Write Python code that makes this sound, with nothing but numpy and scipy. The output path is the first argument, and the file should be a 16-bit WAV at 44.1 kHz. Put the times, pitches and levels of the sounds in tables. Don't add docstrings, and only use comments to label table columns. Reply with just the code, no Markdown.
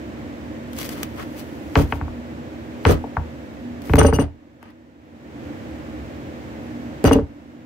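import sys
import numpy as np
from scipy import signal
from scipy.fft import rfft, irfft, next_fast_len
from scipy.io import wavfile
from scipy.ndimage import uniform_filter1d, minimum_filter1d

SR = 44100
rng = np.random.default_rng(int(sys.argv[2]) if len(sys.argv) > 2 else 0)


def pcm_store(signal):
    levels = np.round(np.clip(np.atleast_2d(signal), -1, 1) * 32767)
    wavfile.write(sys.argv[1], SR, levels.astype(np.int16).T)


N = 337574
TIME = np.arange(N) / SR

# (frequency [Hz], coherence [0-1])
MIC_COHERENCE = [(60, 1), (130, 0.59), (290, 1), (640, 0.55), (1400, 0.31), (3000, 0), (8000, 0)]
# (time [s], judder length [s], wheel landing [dB], chatter [dB], metal ring [dB])
HEAVY_BLOWS = [(1.7538, .032, -4, -18.5, -55), (2.8535, .046, -5.5, -14, -35), (3.974, .013, -1, -2, -11),
               (4.0157, 0.0098, -2, -18.5, -21.5), (4.043, 0.028, -10, -9.5, -13.5),
               (4.124, .028, -5, -15, -10.5), (4.185, .024, 0, -12.5, -17.5),
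               (7.041, 0.03, -0.5, -9.5, -17), (7.11, 0.021, -13, -10.5, -17)]
AIRBORNE_S = 0.008


def from_db(db):
    return 10 ** (np.asarray(db) / 20)


def rms_one(x):
    return x / np.sqrt(np.mean(x ** 2) + 1e-20)


def at_hz(table, hz, column=1):
    table = np.array(table)
    return np.interp(np.log(hz + 1e-9), np.log(table[:, 0]), table[:, column])


def low_pass(x, hz, order=2):
    return signal.sosfilt(signal.butter(order, min(hz, SR / 2 - 1), fs=SR, output="sos"), x)


def high_pass(x, hz, order=2):
    return signal.sosfilt(signal.butter(order, hz, "high", fs=SR, output="sos"), x)


def coloured(noise, spectrum):
    size = next_fast_len(N)
    gain = from_db(at_hz(spectrum, np.fft.rfftfreq(size, 1 / SR)))
    return rms_one(irfft(rfft(noise, size) * gain, size)[..., :N])


def drift(rate_hz):
    knots = rng.standard_normal(4000)
    return rms_one(np.interp(TIME * rate_hz, np.arange(len(knots)), knots))


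def grains(spread_db):
    noise = rng.standard_normal((2, N))
    sizes = np.repeat(rng.standard_normal(N // 32 + 1), 32)[:N]
    return noise * from_db(spread_db * sizes)


def burst(start, end, fade_s):
    return (TIME >= start) * np.exp(-np.clip((TIME - end) / fade_s, 0, 40))


def swell(start, length, rise_s, fade_s):
    away = np.maximum((start - TIME) / rise_s, (TIME - start - length) / fade_s)
    return np.exp(-np.clip(away, 0, 40))


def ring(force, modes):
    out = 0
    for k, (hz, db, t60) in enumerate(modes):
        radius, angle = from_db(-60 / (t60 * SR)), 2 * np.pi * hz / SR
        poles = [1, -2 * radius * np.cos(angle), radius * radius]
        out = out + (-1) ** k * from_db(db) * signal.lfilter([0, np.sin(angle)], poles, force + 1e-18)
    return out


def panned(x, left_db):
    return x * from_db(np.array([[left_db], [-left_db]]) / 2)


def at_microphones(common, separate, hz):
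    alike = np.clip(at_hz(MIC_COHERENCE, hz), 0, 1)
    return np.sqrt(alike) * common + np.sqrt(1 - alike) * separate


def fan(air_db=-34, waver_db=4.0, wander_rad=0.69, left_lag_s=0.00034):
    # (frequency [Hz], relative density [dB])
    rumble = [(20, -19), (45, -29), (57, -20), (66, -4), (92, -3), (106, -6), (140, -5), (190, -11.5),
              (230, 0.5), (260, -10.5), (300, 1.5), (370, -10), (445, -15), (510, -8)]
    hiss = [(620, -12.5), (720, -15.5), (1000, -20.5), (1300, -23.5), (1800, -22), (2800, -29),
            (4500, -37.5), (7500, -42), (9500, -50.5), (15000, -48)]
    # (frequency [Hz], level [dB])
    tones = [(69, -55), (119, -61), (241.8, -41.5), (285.5, -47), (321, -50), (408, -57)]
    size = next_fast_len(N)
    direct, diffuse = rfft(rng.standard_normal(size)), rfft(rng.standard_normal((2, size)))
    white = irfft(at_microphones(direct, diffuse, np.fft.rfftfreq(size, 1 / SR)), size)[:, :N]
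    air = from_db(air_db) * coloured(white, rumble + hiss)
    hum = 0
    for hz, db in tones:
        amplitude = np.sqrt(2) * from_db(db + waver_db * drift(rate_hz=6))
        hum = hum + amplitude * np.sin(2 * np.pi * hz * TIME + wander_rad * drift(rate_hz=4.5))
    left, right = air + hum
    return panned(np.array([np.roll(left, round(left_lag_s * SR)), right]), left_db=-1.4)


def workshop(x, build_s=0.0033, near_s=0.0039, near_db=-5, near_hz=600):
    # (frequency [Hz], t60 [s], tail level [dB])
    room = [(60, 0.29, -9), (150, 0.19, -1), (403, 0.14, -4.5), (990, 0.3, -13.5), (3050, 0.18, -12.5),
            (11800, .12, -49)]
    t = TIME[:SR // 2]
    octave_edges = 35 * 2. ** np.arange(10)
    response = np.zeros((2, len(t)))
    for low, high in zip(octave_edges, octave_edges[1:]):
        hz = np.sqrt(low * high)
        band = signal.butter(2, [low, high], "band", fs=SR, output="sos")
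        band_share = np.sqrt(2 * (high - low) / SR / len(t))
        noise = at_microphones(rng.standard_normal(len(t)), rng.standard_normal((2, len(t))), hz)
        tail = np.exp(-np.log(1000) * t / at_hz(room, hz)) * (1 - np.exp(-t / build_s))
        tail_gain = from_db(at_hz(room, hz, column=2))
        near = np.exp(-t / near_s)
        near_gain = from_db(near_db) * hz / (hz + near_hz)
        for shape, gain in (tail, tail_gain), (near, near_gain):
            response += gain * band_share * rms_one(signal.sosfilt(band, noise * shape))
    return x + signal.fftconvolve(x, response, axes=1)[:, :N]


def handling():
    # (start [s], length [s], level [dB])
    rustles = [(0.758, 1.15, -56), (2.84, 0.17, -59)]
    # (start [s], length [s], bright rub [dB], dull scuff [dB])
    strokes = [(0.783, 0.079, -35, -54), (0.91, 0.023, -38.5, -45), (0.963, 0.082, -46.5, -41),
               (1.185, 0.044, -49, -33.5), (1.38, 0.025, -42, -68), (1.785, 0.038, -35, -62),
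               (1.91, 0.058, -49, -64), (2.905, 0.016, -27, -65), (3.855, 0.071, -45.5, -66),
               (4.632, .075, -70, -35)]
    # (time [s], level [dB])
    bright_ticks = [(0.732, -31), (.787, -20), (0.814, -22.5), (0.891, -21.5), (1.031, -15), (3.819, -33.5),
                    (3.936, -24), (3.956, -12), (3.968, -18), (4.628, -28), (4.703, -37), (7.0411, -17)]
    # (frequency [Hz], relative density [dB])
    rub_spectrum = [(300, 6.5), (900, -2), (2200, 0), (5000, -4.5), (10000, -9), (15000, -5)]
    scuff_spectrum = [(300, 3), (900, -1), (1600, -2.5), (3500, -14.5), (7000, -28), (15000, -36)]
    rub_level = sum(from_db(db) * swell(start, length, rise_s=0.07, fade_s=0.07)
                    for start, length, db in rustles)
    scuff_level = 0
    for start, length, rub_db, scuff_db in strokes:
        stroke = swell(start, length, rise_s=0.017, fade_s=0.012)
        rub_level = rub_level + from_db(rub_db) * stroke
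        scuff_level = scuff_level + from_db(scuff_db) * stroke
    tick_level = sum(from_db(db) * burst(at, at, fade_s=0.0021) for at, db in bright_ticks)
    rub = rub_level * coloured(grains(spread_db=3.5), rub_spectrum)
    scuff = scuff_level * coloured(grains(spread_db=4.0), scuff_spectrum)
    ticks = tick_level * coloured(rng.standard_normal((2, N)), rub_spectrum)
    return panned(rub + scuff + ticks, left_db=2.5)


def loose_parts(rise_s=0.0032, metal_t60_s=0.07):
    # (frequency [Hz], relative level [dB])
    metal_tones = [(2845, 4.5), (4735, -5), (5955, -1), (8933, 4.5), (10920, -12.5), (11820, -14),
                   (12815, -12), (13320, -11), (14950, -12)]
    # (frequency [Hz], relative density [dB])
    chatter_spectrum = [(100, -1.5), (250, 6), (500, 5.5), (950, -3.5), (1500, -9), (2700, -16.5),
                        (4000, -22), (8000, -30.5), (15000, -47)]
    chatter_level, shake = 0, 0
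    for at, length, _, chatter_db, metal_db in HEAVY_BLOWS:
        start = at + AIRBORNE_S
        chatter_level = chatter_level + from_db(chatter_db) * burst(start, start + length, fade_s=0.026)
        shake = shake + from_db(metal_db) * burst(start, start + length, fade_s=0.0016)
    chatter_level = uniform_filter1d(chatter_level, int(rise_s * SR) + 1)
    taps = grains(spread_db=-3.5)
    modes = [(hz, db, metal_t60_s) for hz, db in metal_tones]
    metal = ring(taps * shake, modes) / np.std(ring(taps[0], modes))
    buzz = from_db(-9 + 3.0 * drift(rate_hz=220))
    chatter = chatter_level * coloured(grains(spread_db=4.5), chatter_spectrum)
    return panned(chatter, left_db=-0.5) + panned(metal * buzz, left_db=13)


def contacts():
    # (time [s], clack [dB], brightness [Hz], bench top [dB], thud [dB])
    strikes = [(1.7549, 2, 4700, -13.5, -22), (1.9230, -2, 3100, -16, -17.5),
               (2.0111, -11.5, 1880, -27, -16), (2.0788, -17.5, 1420, -38, -24.5),
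               (2.8515, 2.5, 4260, -21, -5), (3.039, -3.5, 820, -21, -31), (3.1672, 0.5, 1700, -26, -12.5),
               (3.895, -13, 2760, -17.5, -7), (3.9353, -0.5, 3430, 1.5, 4), (3.9550, 3, 2280, -17, -10),
               (3.967, -9, 1800, -15, 0), (3.9785, -5, 1200, 2.5, -6), (4.0124, 11, 2100, 3, 5.5),
               (4.047, 8.5, 1620, 12.5, 7), (4.0844, 6.5, 1280, 8, -2), (4.1254, 10, 1800, 9, 5),
               (4.1860, 9.5, 1960, 13.5, 1), (4.6269, -13, 2600, -28, -37), (7.0412, -11.5, 9200, 6, -3.5),
               (7.1103, 7, 1610, 7.5, 1), (7.1544, -1, 1300, 8, -2), (7.1852, -2.5, 1240, 1, -3.5)]
    # (clack [dB], brightness [Hz], bench top [dB], thud [dB])
    landing, settling = (-1.5, 2205, -4, 2.5), (-1.5, 998, -4, -1)
    rows = list(strikes)
    for at, length, db, _, _ in HEAVY_BLOWS:
        for after, (clack_db, bright_hz, bench_db, thud_db) in (0, landing), (length, settling):
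            rows.append((at + AIRBORNE_S + after, db + clack_db, bright_hz, db + bench_db, db + thud_db))
    return rows


def wheel_knocks(thud_cutoff_hz=260, bench_cutoff_hz=1300, spot_db=2.06, edge_db=3, edge_hz=650):
    # (frequency [Hz], level [dB], t60 [s])
    clack_modes = [(659, -26, 0.075), (807, -9, 0.018), (940, -9.5, 0.025), (1125, -19.5, 0.039),
                   (1396, -8, 0.013), (1515, -7, 0.0094), (1745, -12, 0.012), (2130, -11, 0.0072),
                   (2580, -13.5, 0.0094), (2830, -14.5, 0.0076), (3300, -24, 0.0074), (3960, -30, 0.0088),
                   (6260, -48, 0.0027)]
    bench_modes = [(237, -8, 0.059), (280.5, -10.5, 0.17), (379, -5.5, 0.032), (455.5, -4.5, 0.044),
                   (540, -13, 0.046), (567, -12, 0.07), (615, -15.5, 0.028), (783, -25, 0.069)]
    tyre_modes = [(55.8, 0, 0.074), (81.5, -2, 0.18), (118, -2.5, 0.08), (151.6, -6.5, 0.087)]
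    clack_force, bench_force, tyre_force = np.zeros((3, N))
    click = signal.unit_impulse(SR // 100)
    for at, clack_db, bright_hz, bench_db, thud_db in contacts():
        i = round(at * SR)
        clack_force[i:i + len(click)] += from_db(clack_db) * low_pass(click, bright_hz, order=5)
        bench_force[i] += from_db(bench_db)
        tyre_force[i] += from_db(thud_db)
    bench = 0
    for k, mode in enumerate(bench_modes):
        spot_gain = from_db(spot_db * rng.standard_normal(N))
        bench = bench + (-1) ** k * ring(bench_force * spot_gain, [mode])
    edge = from_db(edge_db) * high_pass(clack_force, edge_hz)
    clack = panned(edge, left_db=-5.0) + panned(ring(clack_force, clack_modes), left_db=7.0)
    wood = panned(low_pass(bench, bench_cutoff_hz), left_db=-0.2)
    thud = ring(low_pass(tyre_force, thud_cutoff_hz), tyre_modes)
    return clack + wood + thud


def scene():
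    return workshop(wheel_knocks() + loose_parts() + handling()) + fan()


def gain_control(x, limit_db=-6.5, hold_s=0.91, release_db_per_s=32, sense_s=0.00382):
    power = uniform_filter1d(np.mean(x ** 2, axis=0), int(sense_s * SR))
    over_db = np.maximum(10 * np.log10(np.abs(power) + 1e-12) - limit_db, 0)
    half = int(hold_s * SR / 2)
    held_db = -minimum_filter1d(-over_db, 2 * half + 1, origin=half, mode="constant")
    release_db = release_db_per_s * TIME
    cut_db = np.maximum.accumulate(held_db + release_db) - release_db
    return x * from_db(-cut_db)


def record(dry, low_cut_hz=38, high_cut_hz=15600):
    heard = high_pass(dry, low_cut_hz, order=6)
    rounded = np.tanh(gain_control(heard))
    return signal.sosfilt(signal.ellip(10, .1, 80, high_cut_hz, fs=SR, output="sos"), rounded)


dry = scene()
out = record(dry)
pcm_store(out)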